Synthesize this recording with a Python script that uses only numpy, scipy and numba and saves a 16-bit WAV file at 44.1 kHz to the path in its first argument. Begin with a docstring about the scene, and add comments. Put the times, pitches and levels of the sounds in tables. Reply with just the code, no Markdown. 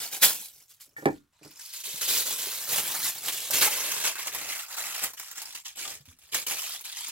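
"""A sheet of aluminium foil is gripped and ripped off its roll (0.2 s). The roll is put down and the desk
knocks and rings (1-1.5 s). Two hands then crush the sheet, grip by grip, to the end (7.1 s): each buckling
crease clicks and rings a few small facets, thousands a second at first, fewer as the ball tightens.
Large creases snap, broad panels pop. Throughout, desk and small room echo into a close microphone pair."""
import sys
import numpy as np
from scipy import signal
from scipy.fft import rfft, irfft, next_fast_len
from scipy.io import wavfile
from scipy.ndimage import uniform_filter1d
from numba import njit

SR = 44100
rng = np.random.default_rng(int(sys.argv[2]) if len(sys.argv) > 2 else 0)


def store_wav(level_fs):
    """Save 16-bit WAV to argv[1]."""
    pcm = np.round(np.clip(np.atleast_2d(level_fs), -1, 1) * 32767)
    wavfile.write(sys.argv[1], SR, pcm.T.astype(np.int16))


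N = 313551

# grips and swings of the sheet: (start [s], rise [s], hold [s], effort [dB], flex re effort [dB])
GRIPS = [(0, 0.0013, 0.055, -38.5, -17), (0.105, 0.027, 0.028, -39, -13.5),
         (0.402, 0.0046, 0.056, -48.0, -26), (0.527, 0.0076, 0.094, -60, -15),
         (0.67, 0.04, 0.014, -57.5, -40), (0.795, 0.011, 0.017, -52, -34), (0.851, 0.017, 0.068, -74.5, 1),
         (0.956, 0.014, 0.191, -59.0, -19), (1.313, 0.045, 0.064, -70.0, -20.5),
         (1.41, 0.027, 0.13, -56, -18.5), (1.541, 0.073, 0.14, -47.0, -41),
         (1.727, 0.0097, 0.068, -43, -30.5), (1.834, 0.0079, 0.18, -39.5, -20.5),
         (2.009, 0.004, 0.045, -33, -19.5), (2.068, 0.021, 0.12, -28.5, -18.5),
         (2.24, 0.026, 0.077, -34, -16), (2.352, 0.038, 0.29, -36.5, -19),
         (2.661, 0.067, 0.072, -31.0, -13.5), (2.811, 0.053, 0.17, -36.0, -15.5),
         (2.98, 0.076, 0.033, -32.5, -23), (3.145, 0.0038, 0.044, -42.5, -15.5),
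         (3.2, 0.075, 0.026, -35.0, -15.5), (3.32, 0.005, 0.16, -36.5, -19.5),
         (3.5, 0.044, 0.042, -27.5, -15), (3.607, 0.015, 0.036, -26, -14), (3.692, 0.024, 0.16, -34.5, -14),
         (3.879, 0.012, 0.14, -36.0, -15.5), (4.034, 0.011, 0.039, -31.5, -18),
         (4.172, 0.014, 0.045, -41.5, -21), (4.238, 0.032, 0.0049, -38.0, -14.5),
         (4.316, 0.019, 0.19, -41.0, -12), (4.479, 0.016, 0.13, -41, -28), (4.66, 0.069, 0.094, -44.5, -23),
         (4.762, 0.011, 0.16, -40, -20), (4.94, 0.0058, 0.063, -40.0, -22),
         (5.008, 0.024, 0.013, -35.5, -14), (5.16, 0.02, 0.14, -48.0, -33), (5.347, 0.012, 0.17, -46, -23),
         (5.546, 0.0048, 0.01252, -43, -32), (5.646, 0.0141, 0.005, -41, -51),
         (5.748, 0.047, 0.056, -40.5, -17.5), (5.846, 0.0048, 0.081, -42.5, -12.5),
         (6.05, 0.0042, 0.063, -60, -18), (6.187, 0.049, 0.07, -61, -18.5),
         (6.315, 0.036, 0.0088, -32.5, -13.5), (6.375, 0.0096, 0.021, -42, -17),
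         (6.464, 0.004, 0.073, -36.5, -16), (6.564, 0.0075, 0.19, -38.5, -26.5),
         (6.838, 0.0097, 0.11, -43, -33), (6.958, 0.015, 0.12, -40.5, -32.5)]


def foil(effort_db, flex_db, smooth_s=0.035):
    """Crackle levelled per band to follow the hands; a broader buckling area sounds deeper."""
    # colour as the sheet becomes a ball: (time [s], treble [dB], low mids [dB])
    colour = [(0.0, -1, -7.5), (0.24, 4.1, -7.5), (0.45, 4.5, -15), (0.8, 1, -17), (1.049, -0.5, -8),
              (1.38, -14, 0), (1.65, -1.5, -15), (2.1, 0.5, -12.5), (2.9, 4, -5), (3.45, -0.5, -11.5),
              (3.7, 2, -3.9), (4.2, -2.7, -2.5), (4.75, 1.5, 0), (5.05, -0.5, -2), (5.699, -8, -9.5),
              (6.15, -3, -6.5), (6.5, 0.5, -6.8), (7.1, -8.5, -10.5)]
    times_s, *columns = np.transpose(colour)
    treble_db, low_mid_db = (np.interp(np.arange(N) / SR, times_s, column) for column in columns)
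    sound = near_field(crackle(effort_db), scatter_db=-1.6, scatter_t60_s=0.06)
    bands = [(2500, 9000, effort_db - 0.75), (9000, 18000, effort_db + treble_db - 2.33),
             (600, 2500, effort_db + low_mid_db - 2.92), (20, 600, flex_db - 1.6)]
    out, width = 0, int(smooth_s * SR)
    for lo_hz, hi_hz, db in bands:
        part = band(sound, lo_hz, hi_hz)
        power = uniform_filter1d(uniform_filter1d(part.mean(0) ** 2, width), width)
        out = out + part * gain_of(db) / np.sqrt(abs(power) + 1e-12)
    return out


def crackle(effort_db, creases_per_s=2100, usual_db=-40, doubling_db=13, tightening_s=7.5,
            spread_db=3.0, hollow_db=-3, reshape_octaves=0.36, bounce_db=-7, bounce_s=.0014):
    """Random buckles, many small, few large, coloured by the foil's hollow and a bounce off the desk."""
    # hollow between the hands: (time [s], resonance [Hz])
    hollow = [(2.1, 4300), (2.6, 3320), (3.45, 3390), (3.75, 2680), (4.45, 2706), (4.75, 1833), (5.4, 2802),
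              (7.0, 3020)]
    t = np.arange(N) / SR
    # more force buckles more creases; a tighter ball has fewer left
    rate_per_s = creases_per_s * 2 ** ((effort_db - usual_db) / doubling_db) * np.exp(-t / tightening_s)
    at = np.flatnonzero(rng.random(N) < rate_per_s / SR)
    size = gain_of(spread_db * np.minimum(rng.exponential(1, N), 4))
    pitch_hz = rng.uniform(700, 16000, N)
    sound = creases(at, size[at], pitch_hz[at], cycles=17, facet_db=4, crack_s=0.00035)
    # each grip reshapes the hollow
    octaves = np.interp(t, [grip[0] for grip in GRIPS], reshape_octaves * rng.standard_normal(len(GRIPS)))
    hollow_hz = np.interp(t, *np.transpose(hollow)) * 2 ** octaves
    sound = sound + gain_of(hollow_db) * resonate(sound, hollow_hz, width_hz=900)
    height = np.interp(t, np.linspace(0, t[-1], 20), rng.uniform(.5, 1.5, 20))  # hands rise and sink
    delayed = np.maximum(np.arange(N) - (bounce_s * height * SR).astype(int), 0)
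    return sound + gain_of(bounce_db) * sound[delayed]


def creases(at, size, pitch_hz, cycles, facet_db, crack_s, facets=6):
    """Each buckle is a sharp crack that rings one main facet and a few lesser ones."""
    chance = rng.random((len(at), facets, 3))
    hz = 300 + 16000 * chance[..., 0] ** 1.3
    hz[:, 0] = pitch_hz
    freedom = 6 ** (chance[..., 2] - .5)  # pinched by fingers or hanging free
    life_samples = freedom * cycles * SR / (hz + 2500)  # broad, low facets ring longer
    amplitude = size[:, None] * gain_of(facet_db) / np.sqrt(life_samples * (1 + np.arange(facets)))
    start = amplitude * np.exp(2j * np.pi * chance[..., 1])
    pole = np.exp(2j * np.pi * hz / SR - 1 / life_samples)
    rings = facets_ring(np.zeros(N), at, start, pole)
    crack_power = one_pole(np.bincount(at, size ** 2, N) + 1e-20, np.exp(-1 / (crack_s * SR)))
    return rings + np.sqrt(crack_power) * rng.standard_normal(N)


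@njit
def facets_ring(out, at, start, pole):
    """Each facet swings from its start value and decays for six time constants."""
    out = out.copy()
    for i in range(len(at)):
        for k in range(start.shape[1]):
            swing = start[i, k]
            for n in range(at[i], min(at[i] - int(6 / np.log(abs(pole[i, k]))), len(out))):
                out[n] += swing.imag
                swing *= pole[i, k]
    return out


def handling(rip_s=.204, rip_flex_db=-16, rest_db=-92):
    """Hand effort and sheet flex [dB]: rip and grips add in power."""
    power = np.zeros((N, 2))
    for db, fall_db_per_s in [(-21, 341), (-26, 137)]:  # the rip, the freed sheet's shiver
        rip = burst(rise_s=.028, hold_s=.011, sag_db_per_s=0, fall_db_per_s=fall_db_per_s, swell=2.3)
        add(power, rip_s, np.outer(rip, gain_of([db, db + rip_flex_db])) ** 2)
    for start_s, rise_s, hold_s, db, flex_db in GRIPS:
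        grip = burst(rise_s, hold_s, sag_db_per_s=17, fall_db_per_s=238)  # foil yields, then settles
        add(power, start_s, np.outer(grip, gain_of([db, db + flex_db])) ** 2)
    return 10 * np.log10(power.T + gain_of(rest_db) ** 2)


def burst(rise_s, hold_s, sag_db_per_s, fall_db_per_s, swell=1):
    """Gain of one burst: swells, sags while held, dies away."""
    t = np.arange(SR) / SR
    sag_db = sag_db_per_s * np.maximum(t - rise_s, 0)
    fall_db = fall_db_per_s * np.maximum(t - rise_s - hold_s, 0)
    return np.clip(t / rise_s, 0, 1) ** swell * gain_of(-sag_db - fall_db)


def snaps(effort_db, snap_db=16.5, follow_db=-8, follow_s=0.0051, cluster=5):
    """A large crease gives way at once and sets off a few neighbours."""
    # loudest creases: (time [s], level [dB], facet pitch [Hz])
    loudest = [(.032, -44, 8200), (.145, -40.5, 12000), (.229, -16.5, 2010), (.801, -58, 10150),
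               (1.509, -51.5, 12250), (1.612, -54, 5750), (1.84, -41, 8200), (2.012, -31.5, 11800),
               (2.083, -44, 3620), (2.39, -38.5, 4670), (2.781, -25, 2878), (2.95, -30.5, 1765),
               (3.284, -26.5, 2950), (3.508, -24.5, 12660), (3.544, -40, 12110), (3.611, -20.5, 4040),
               (3.625, -18.5, 2250), (4.052, -26.5, 2698), (4.079, -46, 2506), (4.155, -31.5, 2597),
               (4.192, -31.5, 2240), (4.272, -32, 2817), (4.348, -30, 11220), (5.039, -25, 10500),
               (5.135, -42, 12320), (5.197, -34.5, 7420), (5.314, -39, 7150), (5.38, -36, 7360),
               (5.418, -35, 10540), (5.551, -39, 8134), (5.659, -53.5, 6360), (5.759, -48, 11380),
               (6.056, -55.5, 2594), (6.188, -53.5, 10380), (6.346, -24.5, 7545), (6.467, -33.5, 11960),
               (6.511, -26, 2722), (6.81, -40.5, 10290), (6.847, -44, 11800), (7.082, -37, 10830)]
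    s, db, hz = np.vstack([loudest, lesser_snaps(effort_db)]).T
    chance = rng.random((len(s), cluster, 2))
    follows = np.arange(cluster) > 0
    onset_s = s[:, None] - follows * follow_s * np.log(chance[..., 0])
    at = np.clip(onset_s * SR, 0, N - 1).astype(int)
    size = gain_of(db[:, None] + snap_db + follows * follow_db)
    pitch_hz = hz[:, None] * 2 ** (follows * (chance[..., 1] - .5))
    sound = creases(at.ravel(), size.ravel(), pitch_hz.ravel(), cycles=26, facet_db=5.0, crack_s=.0007)
    return near_field(sound, scatter_db=-0.5, scatter_t60_s=.058)


def lesser_snaps(effort_db, range_db=7, count=45):
    """Random snaps as strong as the current effort: (time [s], level [dB], facet pitch [Hz])."""
    when, strength, pitch = rng.random((count, 3)).T
    at = (when * N).astype(int)
    return np.transpose([at / SR, effort_db[at] + range_db * (strength - .5), 1100 * 5 ** pitch])


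def pops(pop_db=-5, t60_s=0.091, overtone_db=-6, stretch=0.53, mode_count=4):
    """A broad panel flips over and rings at its pitch and a few uneven overtones."""
    # panel flips: (time [s], level [dB], pitch [Hz])
    flips = [(.409, -53, 217), (.879, -59.5, 270), (1.876, -46, 397.7), (1.939, -42, 150.6),
             (2.469, -36, 388), (2.943, -32.5, 773), (3.502, -31, 571.7), (3.675, -20.5, 843),
             (4.099, -34, 650), (5.056, -41, 526), (5.853, -34.5, 1200)]
    t, out, k = np.arange(SR // 4) / SR, np.zeros(N), np.arange(mode_count)
    for (s, db, hz), jitter in zip(flips, rng.uniform(0.82, 1.2, (len(flips), mode_count))):
        modes = zip(hz * (1 + stretch * k * jitter), k * overtone_db, t60_s * jitter)
        add(out, s, gain_of(db + pop_db) * ring(modes, t))
    return out


def desk(tick_db=-11, tick_s=0.0045, ring_db=-21, thud_db=-14, thud_t60_s=0.07,
         bump_rise_s=0.0046, bump_t60_s=0.1, lag_s=0.00025):
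    """Roll and arms knock on the desk; a softer contact gives a duller blow."""
    # blows on the desk: (time [s], level [dB], contact [ms])
    knocks = [(0.982, -28.5, 0.67), (1.023, -22, 0.79), (1.056, -1, 0.36), (1.0635, -8.5, 0.46),
              (1.085, -15, 0.53), (1.413, -30, 2), (1.447, -37.5, 0.32), (1.454, -22.5, 2.5)]
    # desk modes: (frequency [Hz], level [dB], t60 [s])
    desk_modes = [(101, -30, .18), (149, -6, 0.17), (181, -20.5, .16), (286.3, -3, 0.23), (315, 1.5, 0.18),
                  (346.6, 0.5, 0.15), (420, -0.5, 0.13), (470, -1.5, 0.12), (541, -2, 0.11),
                  (570, -7.5, 0.098), (736, -15, .09), (760, -21, .1), (794, 0, 0.12), (866, -3, .1),
                  (965, -15.5, 0.077), (1090, -10, .1), (1620, 1.5, 0.056), (1630, 3, .06),
                  (1770, 6.5, .09), (2340, 0, 0.16)]
    # roll touching down: (time [s], level [dB])
    touches = [(.965, -36.5), (1.056, -36), (1.086, -53)]
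    # roll modes: (frequency [Hz], level [dB], t60 [s])
    roll_modes = [(1420, -15, 0.4), (1650, -12.5, .08), (1800, 2.5, .17), (2260, -9.5, 0.11)]
    # soft arm bumps: (time [s], level [dB], pitch [Hz])
    bumps = [(0.577, -69, 160), (5.961, -57.5, 86), (6.002, -52, 141.9), (6.075, -56.5, 255.7),
             (6.083, -46, 82.9), (6.129, -63.5, 257), (6.239, -61, 68.6)]
    t, out = np.arange(SR // 2) / SR, np.zeros(N)
    board = signal.butter(3, [220, 1000], "band", fs=SR, output="sos")  # crowded, damped modes
    for s, db, contact_ms in knocks:
        tick = gain_of(tick_db) * rng.standard_normal(len(t)) * np.exp(-t / tick_s)
        board_noise = unit_rms(signal.sosfilt(board, rng.standard_normal(len(t))))
        thud = gain_of(thud_db - 60 * t / thud_t60_s) * board_noise
        blow = gain_of(ring_db) * ring(desk_modes, t) + thud + tick
        cutoff_hz = 1000 / (3 * contact_ms)
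        add(out, s, gain_of(db) * one_pole(blow, np.exp(-2 * np.pi * cutoff_hz / SR)))
    for s, db in touches:
        add(out, s, gain_of(db) * ring(roll_modes, t))
    for s, db, hz in bumps:
        add(out, s, gain_of(db) * ring([(hz, 0, bump_t60_s)], t) * 2 * (1 - np.exp(-t / bump_rise_s)))
    out = band(out, 75, 14000)  # desk radiates no deep bass
    # left microphone faces away: later, weaker
    pair = filtered(out, lambda f: np.exp(-2j * np.pi * f * lag_s * np.array([[1], [0]])))
    return pair * gain_of([[-1], [1]])


def near_field(x, scatter_db, scatter_t60_s):
    """Direct sound reaches the nearer microphone first; desk, hands and clutter add scatter."""
    # foil position: (time [s], left lag behind right [ms])
    bearing = [(.3, -0.049), (1.8, 0.053), (3.4, 0.025), (3.9, 0.074), (5.3, 0.1), (6.6, .07)]
    # foil colour: (frequency [Hz], gain [dB])
    foil_spectrum = [(35,-20.5), (70,-16), (140,-7.5), (200,-9.5), (300,-6), (450,-6.5), (620,-7.5),
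                     (850,-0.5), (1600,0.5), (2700,-1.5), (7700,3.5), (9000,-2), (11000,2), (16000,1.5)]
    hz, t, spectra = signal.stft(x, SR, nperseg=256)
    off_centre = np.interp(hz, [8500, 10000], [1, 0])[:, None]  # top octave stays centred
    lag_s = np.interp(t, *np.transpose(bearing)) / 1000 * off_centre
    left = signal.istft(spectra * np.exp(-2j * np.pi * hz[:, None] * lag_s), SR, nperseg=256)[1][:N]
    scatter = echoes(x, [(1000, scatter_t60_s)], delay_s=.002, size=128)
    pair = np.array([left, x]) + gain_of(scatter_db) * scatter
    return filtered(pair, lambda f: gain_of(lookup(foil_spectrum, f)))


def room(x):
    """Reverberation of the small room."""
    # decay: (frequency [Hz], t60 [s])
    decay = [(100, 0.31), (400, 0.18), (1500, 0.062), (5000, 0.074), (10000, 0.087), (16000, 0.28)]
    return echoes(x, decay, delay_s=0.013)


def echoes(x, decay, delay_s, size=512):
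    """Diffuse paths: the power of x dies away band by band, carried by stereo noise."""
    # left-right likeness of echoes: (frequency [Hz], correlation [-])
    likeness = [(100, 0.98), (500, 0.22), (1400, 0.39), (3000, 0.23), (7000, 0.12), (10000, 0.5),
                (16000, 1)]
    frames = dict(fs=SR, nperseg=size, noverlap=size * 3 // 4)
    hz, t, spectra = signal.stft(np.pad(x, (round(delay_s * SR), 0))[:N], **frames)
    fades = gain_of(-60 * t[1] / lookup(decay, hz)) ** 2
    power = np.array([one_pole(abs(row) ** 2 + 1e-24, fade) for fade, row in zip(fades, spectra)])
    noise = signal.stft(rng.standard_normal((2, N)), **frames)[2]
    same = np.clip(lookup(likeness, hz), -1, 1)[:, None]
    noise[1] = same * noise[0] + np.sqrt(1 - same ** 2) * noise[1]
    return signal.istft(noise / noise.std() * np.sqrt(power), **frames)[1][:, :N]


def hush(level_db=-76):
    """Faint steady air of the room."""
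    # air noise: (frequency [Hz], relative density [dB])
    air_spectrum = [(25, -7), (60, 3), (140, 2.5), (300, -26), (800, -12.5), (1250, -8.5), (2000, -15.5),
                    (6000, -19), (16000, -22)]
    air = rng.standard_normal(N) + .5 * rng.standard_normal((2, N))
    return gain_of(level_db) * unit_rms(filtered(air, lambda f: gain_of(lookup(air_spectrum, f))))


def gain_of(db):
    return 10 ** (np.asarray(db) / 20)


def unit_rms(x):
    return x / np.sqrt(np.mean(x ** 2) + 1e-20)


def lookup(points, hz):
    """Interpolates a table on a log-frequency axis."""
    f, value = np.transpose(points)
    return np.interp(np.log(hz + 1), np.log(f + 1), value)


def add(mix, start_s, sound):
    part = mix[max(round(start_s * SR), 0):][:len(sound)]
    part += sound[:len(part)]


def filtered(x, response):
    """Applies a response given as a function of Hz."""
    size = next_fast_len(N + 4096)
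    return irfft(rfft(x, size) * response(np.fft.rfftfreq(size, 1 / SR)), size)[..., :N]


def band(x, lo_hz, hi_hz):
    """Band-pass with steep skirts."""
    return filtered(x, lambda f: ((1 + (lo_hz / (f + 1)) ** 12) * (1 + (f / hi_hz) ** 12)) ** -.5)


def one_pole(x, pole):
    """Unity-gain low-pass."""
    return signal.lfilter([1 - pole], [1, -pole], x)


def resonate(x, hz, width_hz):
    """Unity-gain resonance following the curve hz."""
    turn = np.exp(2j * np.pi * np.cumsum(hz) / SR)
    return 2 * (turn * one_pole(x / turn, np.exp(-np.pi * width_hz / SR))).real


def ring(modes, t):
    """Decaying modes, struck at t = 0."""
    return sum((-1) ** k * gain_of(db - 60 * t / t60_s) * np.sin(2 * np.pi * hz * t)
               for k, (hz, db, t60_s) in enumerate(modes))


def scene(room_db=-13):
    """Foil and desk in a small room."""
    effort_db, flex_db = handling()
    sheet = (foil(effort_db, flex_db) + snaps(effort_db) + pops()) * gain_of([[-.35], [.35]])
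    close = sheet + desk()
    return close + room(gain_of(room_db) * close[1]) + hush()


def record(dry, edge_hz=16100):
    """Recorder band limit."""
    lowpass = signal.firwin(401, edge_hz, window=("kaiser", 9), fs=SR)
    return signal.oaconvolve(dry, lowpass[None], "same", axes=1)


dry = scene()
out = record(dry)
store_wav(out)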